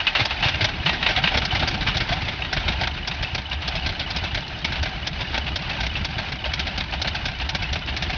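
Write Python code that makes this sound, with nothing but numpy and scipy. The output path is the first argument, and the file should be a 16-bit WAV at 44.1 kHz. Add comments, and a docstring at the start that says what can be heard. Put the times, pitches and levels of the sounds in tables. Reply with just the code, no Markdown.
"""On open grass, a few metres away, a radial aircraft engine has just caught and idles very slowly.
At first it bangs unevenly and its slack gears clank. Then one pattern repeats with every engine cycle,
while single cylinders cut in and out: gas chuffs from the valves, thumps out of the exhaust and makes
the pipe whoop, and closing valves ring. All along, valve gear clatters under the cowling (the engine's
metal cover) and the exhaust flow rumbles."""
import sys
import numpy as np
from scipy import signal
from scipy.fft import rfft, irfft
from scipy.io import wavfile

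SR = 44100
rng = np.random.default_rng(int(sys.argv[2]) if len(sys.argv) > 2 else 0)


def store_pcm(level_fs):
    """Save levels as 16-bit WAV."""
    pcm = np.round(np.clip(level_fs, -1, 1) * 32767).astype(np.int16)
    wavfile.write(sys.argv[1], SR, np.atleast_2d(pcm).T)


N = 360297
TIME = np.arange(N) / SR
TOP_HZ = 7000  # upper edge of the sound

# The crank's progress; a cycle is two turns. Each row: time in seconds, cycles completed.
CRANK_PROGRESS = [(-.35, -1), (.251, 0), (1.45, 2), (1.968, 3), (2.527, 4), (3.074, 5), (3.617, 6),
                  (4.102, 7), (5.069, 9), (6.534, 12), (7.015, 13), (7.964, 15), (8.44, 16)]
# When each cylinder fires; otherwise it only pumps air. Each pair: start and end in seconds.
FIRING_SPANS = {"A": [(0, .5), (1.4, 3.5), (4.9, 9)], "B": [(3.6, 4.9), (6.5, 9)], "C": [(3, 4.95),
                (5.7, 5.95), (6.6, 9)], "D": [(2.8, 3), (5.2, 6)], "E": [(3.4, 3.6), (5.3, 9)],
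                "F": [(2.6, 2.9), (4.6, 4.9), (7.9, 9)], "G": [(1.4, 9)], "steady": [(0, 9)]}

# Below, a "place" runs from 0 to 1 through a cycle. Levels are relative: the functions shift them.
# Gas bursts from the valves. Each row: place, cylinder, level in dB, rise in seconds, treble lift in dB.
VALVE_BURSTS = [(0, "A", -24, .0048, 6.5), (0.121, "B", -22, 0.0059, 2), (0.276, "G", -24.5, 0.0069, -2),
                (.345, "F", -30, 0.0089, -8.5), (.35, "steady", -45.5, 0.0062, -3),
                (.501, "C", -23.5, 0.0055, 3), (0.559, "G", -24.5, 0.006, -5.5), (.63, "D", -20, .003, 1),
                (0.779, "C", -39, .003, 9.5), (0.829, "E", -26.5, .0075, -4.5)]
# Uneven bangs as the engine catches, and a few later accents on the regular chuffs.
# Each row: start in seconds, burst level in dB, rise in seconds, treble lift in dB, thump level in dB.
SINGLE_BANGS = [(0.191, -18, 0.013, -6, -25), (.44, -25, .015, -0.5, -21), (.482, -22.5, 0.0054, 2, -30),
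                (0.541, -23, .0043, -20, -23), (0.606, -18.5, 0.0075, -3, -26),
                (0.641, -20.5, 0.0055, 7.5, -22), (.686, -23, 0.0042, -2.5, -36),
                (0.929, -25, 0.01, -18.5, -34), (1.082, -21, 0.015, -6, -26),
                (1.167, -19, 0.0091, -20, -20), (1.306, -27.5, 0.018, -22, -43),
                (1.341, -22.5, .0076, -7, -17.5), (1.371, -19, 0.0059, 4, -26),
                (1.415, -21.5, 0.0067, -12, -23), (1.514, -34, 0.013, -3, -15),
                (1.548, -21, 0.0079, -1.5, -19), (1.621, -21.5, 0.0075, -13, -12),
                (1.674, -22, 0.0076, 4, -30), (1.712, -29.5, 0.003, -12, -32),
                (1.805, -24.5, .012, -6, -17), (1.869, -20.5, .0096, -2, -15),
                (1.942, -25, 0.0097, -5, -17), (2.001, -19.5, 0.0084, -9, -18),
                (2.086, -23, 0.013, -8, -16), (2.216, -30, .0062, 1, -18.5),
                (2.565, -18.5, 0.0057, -24, -18), (2.686, -32.5, 0.0047, -14, -29),
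                (2.81, -22.5, 0.0057, -4, -21), (3.991, -25, 0.011, -11, -22),
                (4.102, -32.5, 0.0053, 10, -38), (5.337, -30.5, 0.018, -15, -33),
                (7.044, -25, 0.0086, -18, -38), (7.545, -39, .006, -10, -31)]
# Pressure pulses at the exhaust mouth. Each row: place, cylinder, level in dB.
EXHAUST_PULSES = [(0.259, "G", -22), (.306, "G", -25), (.483, "C", -22), (0.533, "C", -22.5),
                  (0.591, "C", -26), (0.799, "G", -31), (0.937, "E", -28.5)]
# Strokes that ring the pipe. Each row: place, cylinder, length in seconds, boom in dB, late whoop in dB.
PIPE_STROKES = [(0, "B", .195, -28, -38.5), (.01, "steady", .2, -35.5, -37), (.28, "C", .19, -30.5, -35),
                (0.286, "F", .22, -24.5, -42.5), (0.5, "D", .235, -26, -38), (.75, "E", .21, -26, -31.5)]
# Whoops of cylinders that fail to catch. Each row: start in seconds, length in seconds, level in dB.
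FAILED_CATCHES = [(.626, 0.3, -25.5), (1.002, .29, -25.5), (1.581, .19, -27.5), (1.898, 0.33, -32.5)]
# Hollow knocks with a rising pitch. Each row: start in seconds, starting pitch in Hz, level in dB.
HOLLOW_KNOCKS = [(0.213, 99.5, -17), (.455, 111, -17.5), (0.611, 316, -33), (0.62, 100, -14),
                 (.641, 590, -26), (1.174, 716, -19), (1.182, 111, -21), (1.356, 243, -25),
                 (1.37, 460, -27), (1.521, 722, -24.5), (1.615, 234, -25), (2.119, 681, -20.5),
                 (3.751, 630, -28.5), (6.457, 581, -26.5)]

# Slack in the crank and gears slamming shut. Each row: start in seconds, level in dB, fade in seconds.
# A "fade" is the time a sound takes to drop by 60 dB.
GEAR_SLAMS = [(0.001, -18.5, 0.044), (0.066, -16.5, 0.13), (0.149, -17, 0.22), (0.306, -19.5, 0.1),
              (0.424, -20, 0.35), (0.858, -16.5, 0.16), (0.892, -14, 0.06), (1.026, -17.5, 0.092),
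              (1.061, -14.5, 0.089), (1.161, -17.5, 0.07), (1.236, -17.5, 0.16), (1.272, -17, 0.11),
              (1.506, -32, 0.82), (1.863, -24.5, 0.39), (2.418, -23.5, 0.057), (2.446, -24.5, 0.062),
              (2.974, -29.5, 0.056), (3.111, -22, 0.061), (3.622, -33.5, 0.56)]
# The gears also take up slack once a cycle. In order: place, cylinder, level in dB, fade in seconds.
CYCLE_SLAM = (.806, "E", -29, .16)
# Ringing notes of the steel. Each row: pitch in Hz, level in dB, fade in seconds before extra damping.
STEEL_NOTES = [(930, -8, 0.067), (1900, -1, 0.49), (2880, 8.5, 0.13), (2880, -2, 0.13), (3050, -6.5, 0.3),
               (2830, -5.5, 0.089), (3100, -11.5, .2), (3760, 5.5, 0.1), (3740, -9.5, .12),
               (5140, -11, 0.072), (6200, -37.5, .1)]
# Valves closing in each cycle. Each row: place, cylinder, pitch in Hz, level in dB.
VALVE_CLOSINGS = [(0.206, "steady", 2970, -32), (.31, "C", 2627, -26), (0.357, "steady", 2870, -35.5),
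                  (0.419, "steady", 2866, -29.5), (0.697, "steady", 2980, -29.5), (.808, "E", 2650, -26),
                  (0.807, "E", 2874, -27.5), (0.911, "steady", 2940, -29.5)]
# Valves slammed shut by the first kicks. Each row: start in seconds, pitch in Hz, level in dB.
VALVE_SLAMS = [(.074, 2570, -18.5), (.429, 2840, -14.5), (.537, 2788, -19.5), (.86, 2896, -20),
               (1.506, 3010, -20), (2.647, 3000, -24)]

# Running noise between strokes. Each row: time in seconds, exhaust flow in dB, clatter in dB.
RUNNING_LEVELS = [(0.0, -34, -30), (0.95, -30.5, -30), (1.25, -32, -29.5), (1.77, -29, -31),
                  (2.39, -31.5, -31.5), (2.68, -29, -30), (3.53, -37.5, -35.5), (3.87, -32.5, -31),
                  (4.23, -34.5, -32.5), (4.39, -33.5, -33.5), (5.73, -31.5, -31.5), (6.32, -33.5, -33),
                  (7.83, -34, -33.5), (8.17, -28.5, -31)]
# Resonances of the cowling's air and sheet metal. 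Each row: pitch in Hz, width in Hz, gain in dB.
COWLING_RESONANCES = [(758.4, 52, 1), (891.5, 36, 2), (994, 12, -0.5), (1571, 30, -5), (2430, 5, -13.5),
                      (2030, 47, -17.5), (3710, 250, -11)]
# The tone of each kind of noise, from bass to treble. Each row: frequency in Hz, level in dB.
CHUFF_TONE = [(60, -13.5), (250, 0.5), (460, -8), (620, 3.5), (1150, -6.5), (1550, 4.5), (1900, 0),
              (2200, 6), (2600, 0.5), (3300, 3.5), (4400, 0), (5500, -5), (6300, -19), (7000, -34.5)]
CLANK_TONE = [(60, -25), (300, -12), (470, -12), (650, -4.5), (1200, -3), (2000, -0.5), (2800, 5),
              (3500, -1.5), (4300, -5), (5100, -14.5), (6200, -25), (7000, -40.5)]
CLATTER_TONE = [(80, -36.5), (300, -6.5), (470, -11.5), (620, -0.5), (1150, -5), (1550, -0.5), (1900, -2),
                (2500, 1), (3300, -3), (4000, -5.5), (5000, -11), (6200, -22.5), (7000, -48.5)]
FLOW_TONE = [(10, -28), (22, 1), (36, 4), (70, 3.5), (110, -1), (170, -5.5), (230, -9), (330, -11),
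             (450, -17.5), (800, -34), (3000, -63)]


def valve_chuffs(grit_db=1.83, grit_hz=700, treble_hz=4000, tint_db=1.98, size=8192):
    """A valve cracks open: gritty hiss swells quickly and dies as the pressure falls."""
    t, hz, out = np.arange(size) / SR, np.fft.rfftfreq(size, 1 / SR), np.zeros(N)
    jet = unit_rms(rng.standard_normal(N) * amp(grit_db * wander(grit_hz)))
    treble = 1 / (1 + (treble_hz / (hz + 1)) ** 6)
    tint_hz = np.linspace(0, TOP_HZ, 20)
    bursts = [(start, db + strength_db, rise, lift_db)
              for place, cylinder, db, rise, lift_db in VALVE_BURSTS
              for start, strength_db in each_cycle(place, cylinder, misfire_db=-15)]
    bursts += [row[:-1] for row in SINGLE_BANGS]
    for start, db, rise, lift_db in bursts:
        # each burst gets a slightly different tone
        tint = amp(tint_db * np.interp(hz, tint_hz, rng.standard_normal(len(tint_hz))))
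        treble_lift = np.sqrt(1 - treble + treble * amp(lift_db) ** 2)
        gas = jet[round(start * SR):][:size]
        hiss = irfft(rfft(gas, size) * tint * treble_lift)
        add(out, start, amp(db) * swell(t, rise) * hiss)
    return shape_tone(out, CHUFF_TONE, COWLING_RESONANCES)


def exhaust_thumps(gain_db=4.5, width_s=0.0018, rebound_s=0.003, lag_s=0.0022):
    """A slug of gas leaves the pipe: a narrow pulse inside a broad opposite swing, with no net flow."""
    t, out = np.arange(-SR // 30, SR // 30) / SR, np.zeros(N)
    pulse = width_s / rebound_s * bell_curve(t, lag_s, rebound_s) - bell_curve(t, 0, width_s)
    for peak_time, db in pressure_pulses():
        add(out, peak_time + t[0], amp(db + gain_db) * pulse)
    return out


def pressure_pulses(pipe_delay_s=0.01):
    """Lists each pulse's time and level in order; a bang's pulse comes just after its burst peaks."""
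    regular = [(start, db + strength_db) for place, cylinder, db in EXHAUST_PULSES
               for start, strength_db in each_cycle(place, cylinder, misfire_db=-7)]
    bangs = [(start + pipe_delay_s + .9 * rise, db) for start, _, rise, _, db in SINGLE_BANGS]
    return sorted(regular + bangs)


def exhaust_whoops(open_hz=55, smallest_volume=.057, whoop_gain_db=2, failed_boom_db=-8):
    """Cylinder and pipe ring like a bottle; the note climbs as the rising piston shrinks the space."""
    out = np.zeros(N)
    strokes = [(start, length, db + failed_boom_db, db) for start, length, db in FAILED_CATCHES]
    strokes += [(start, length, boom_db + strength_db, whoop_db)
                for place, cylinder, length, boom_db, whoop_db in PIPE_STROKES
                for start, strength_db in each_cycle(place, cylinder, misfire_db=-10)]
    for start, length, boom_db, whoop_db in strokes:
        progress = np.arange(int(length * SR)) / (length * SR)
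        volume = smallest_volume + (1 - smallest_volume) * np.cos(np.pi * progress / 2) ** 2
        turns = np.cumsum(open_hz / np.sqrt(volume)) / SR + rng.random()
        boom = amp(boom_db) * bell_curve(progress, centre=.4, width=.16)
        whoop = amp(whoop_db + whoop_gain_db) * bell_curve(progress, centre=.83, width=.067)
        soft_ends = signal.windows.tukey(len(progress), .1)
        add(out, start, (boom + whoop) * soft_ends * sine(turns))
    return out


def hollow_knocks(rise_s=0.0061, bend_per_s=3.6):
    """A short hollow note swells quickly and dies, its pitch bending upward."""
    t, out = np.arange(SR // 10) / SR, np.zeros(N)
    for start, hz, db in HOLLOW_KNOCKS:
        turns = np.cumsum(hz * (1 + bend_per_s * t)) / SR
        add(out, start, amp(db) * swell(t, rise_s) * sine(turns))
    return out


def gear_clanks(crash_db=3, ring_db=-13, rise_s=0.004, impact=0.17, impact_s=0.0017):
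    """Slack gears slam together: a noisy crash, with the steel's strongest notes ringing out."""
    t, crash, ring = np.arange(SR // 3) / SR, np.zeros(N), np.zeros(N)
    place, cylinder, db, fade = CYCLE_SLAM
    regular = [(start, db + strength_db, fade)
               for start, strength_db in each_cycle(place, cylinder, misfire_db=-12)]
    strike = np.minimum(t / rise_s, 1) * (1 + impact * np.exp(-t / impact_s))
    for start, db, fade in GEAR_SLAMS + regular:
        blow = amp(db) * strike
        add(crash, start, blow * die_away(t, fade) * rng.standard_normal(len(t)))
        add(ring, start, blow * steel_ring(t))
    return amp(crash_db) * shape_tone(crash, CLANK_TONE, COWLING_RESONANCES) + amp(ring_db) * ring


def steel_ring(t, damping=1.5):
    """Struck steel rings with several notes at once, each with a random strength."""
    hz, db, fade = np.transpose(STEEL_NOTES)[:, :, None]
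    strength, phase = rng.random((2, len(STEEL_NOTES), 1))
    notes = (.5 + strength) * amp(db) * die_away(t, fade / damping) * sine(hz * t + phase)
    return notes.sum(0)


def valve_pings(rise_s=0.0055, fade_s=.1, tremble=0.78, tremble_hz=160, scatter_db=2):
    """Steel rings briefly, trembling as the valve settles on its seat."""
    t, out = np.arange(SR // 5) / SR, np.zeros(N)
    closings = [(start, hz, db + strength_db) for place, cylinder, hz, db in VALVE_CLOSINGS
                for start, strength_db in each_cycle(place, cylinder, misfire_db=-8)]
    envelope = np.minimum(t / rise_s, 1) * die_away(t, fade_s)
    for start, hz, db in closings + VALVE_SLAMS:
        phase, force = rng.uniform(-0.87, 1, 2)
        add(out, start, amp(db + scatter_db * force) * envelope * sine(hz * t + phase))
    return out * (1 + tremble * wander(tremble_hz))


def valve_clatter(gain_db=-1, tick_db=-11, flutter_db=2, flutter_hz=60, sway_db=1.03, peak_place=0.35):
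    """Pushrods, rockers and springs tick over a fluttering rustle, swelling a little once a cycle."""
    rustle = unit_rms(rng.standard_normal(N) * amp(flutter_db * wander(flutter_hz)))
    ticks = amp(tick_db) * ticking_parts()
    clatter = unit_rms(shape_tone(rustle + ticks, CLATTER_TONE, COWLING_RESONANCES))
    cycles = np.interp(TIME, *np.transpose(CRANK_PROGRESS))
    sway = amp(sway_db * np.cos(2 * np.pi * (cycles - peak_place)))
    return amp(gain_db) * running_gain(column=2) * sway * clatter


def ticking_parts(scatter_db=4, fade_s=0.05, low_hz=550, high_hz=5000, count=3600):
    """Many small parts tick at random, each with one short ring of its own pitch."""
    t, out = np.arange(SR // 12) / SR, np.zeros(N)
    for (when, pitch), force in zip(rng.random((count, 2)), rng.standard_normal(count)):
        hz = low_hz + pitch * (high_hz - low_hz)
        tick = amp(scatter_db * min(force, 2)) * die_away(t, fade_s) * sine(hz * t)
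        add(out, when * N / SR, tick)
    return unit_rms(out)


def exhaust_flow(gain_db=-0.9, surge_db=4.5, surge_s=0.026):
    """Swirling gas rumbles, surging around each pressure pulse and sinking between them."""
    pulse_times = np.transpose(pressure_pulses())[0]
    midpoints = (pulse_times[1:] + pulse_times[:-1]) / 2
    nearest_pulse = pulse_times[np.searchsorted(midpoints, TIME)]
    surge = unit_rms(amp(surge_db * np.exp(-((TIME - nearest_pulse) / surge_s) ** 2)))
    rumble = shape_tone(rng.standard_normal(N), FLOW_TONE)
    return amp(gain_db) * running_gain(column=1) * surge * rumble


def each_cycle(place, cylinder, misfire_db, prime_db=1.5, prime_lasts_s=3.25):
    """Gives a time in seconds and a strength in dB whenever the crank passes this place."""
    times, cycles = np.transpose(CRANK_PROGRESS)
    passes = np.interp(np.arange(cycles[-1]) + place, cycles, times)
    for start in passes[passes < N / SR]:
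        # the priming fuel makes strokes stronger until it has burnt off
        boost_db = prime_db / (1 + (start / prime_lasts_s) ** 8)
        fires = any(begin <= start < end for begin, end in FIRING_SPANS[cylinder])
        yield start, boost_db + (0 if fires else misfire_db)


def running_gain(column):
    """One column of the running levels, as a gain for each sample."""
    curve = np.transpose(RUNNING_LEVELS)
    return amp(np.interp(TIME, curve[0], curve[column]))


def shape_tone(sound, tone, resonances=(), size=8192):
    """Filters a sound with a smooth tone curve that has resonant peaks standing on it."""
    hz = np.fft.rfftfreq(size, 1 / SR)
    tone_hz, tone_db = np.transpose(tone)
    curve = amp(np.interp(np.log(hz + 1), np.log(tone_hz), tone_db))
    peaks = sum(amp(db) / (1 + (2 * (hz - pitch) / width) ** 2) for pitch, width, db in resonances)
    gain = unit_rms(curve * (1 + peaks))
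    log_gain = np.log(np.r_[gain, gain[-2:0:-1]])
    # minimum phase: the filter rings after a hit, never before it
    response = np.fft.ifft(np.exp(np.conj(signal.hilbert(log_gain)))).real
    return signal.oaconvolve(sound, response[:size // 2])[:N]


def wander(hz):
    """A random wobble, up to about the given rate."""
    roll_off = 1 + (np.fft.rfftfreq(N, 1 / SR) / hz) ** 4
    return unit_rms(irfft(rfft(rng.standard_normal(N)) / roll_off, N))


def swell(t, rise):
    """Climbs to 1 at the rise time, then sinks."""
    return t / rise * np.exp(1 - t / rise)


def die_away(t, fade):
    """Drops by 60 dB over the fade time."""
    return amp(-60 * t / fade)


def bell_curve(x, centre, width):
    """A smooth hump of height 1."""
    return np.exp(-.5 * ((x - centre) / width) ** 2)


def sine(turns):
    """A pure tone, one wave for each turn."""
    return np.sin(2 * np.pi * turns)


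def amp(db):
    """Turns decibels into a gain."""
    return 10 ** (np.asarray(db) / 20)


def unit_rms(x):
    """Scales a signal to an average power of 1."""
    return x / np.sqrt(np.mean(x ** 2) + 1e-20)


def add(mix, start_s, sound):
    """Mixes a sound in at the given time."""
    start = round(start_s * SR)
    sound = sound[max(-start, 0):]
    part = mix[max(start, 0):][:len(sound)]
    part += sound[:len(part)]


def scene():
    """All parts of the engine in one channel, with no echo in the open air."""
    metal = gear_clanks() + valve_clatter() + valve_pings()
    exhaust = valve_chuffs() + hollow_knocks() + exhaust_thumps() + exhaust_whoops() + exhaust_flow()
    return (metal + exhaust)[None]


def record(dry, low_cut_hz=27):
    """A mono microphone that loses the deepest bass and the high treble."""
    bass_cut = signal.butter(2, low_cut_hz, "high", fs=SR, output="sos")
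    treble_cut = signal.firwin(221, TOP_HZ, window=("kaiser", 8), fs=SR)
    return signal.oaconvolve(signal.sosfiltfilt(bass_cut, dry), treble_cut[None], "same")


dry = scene()
out = record(dry)
store_pcm(out)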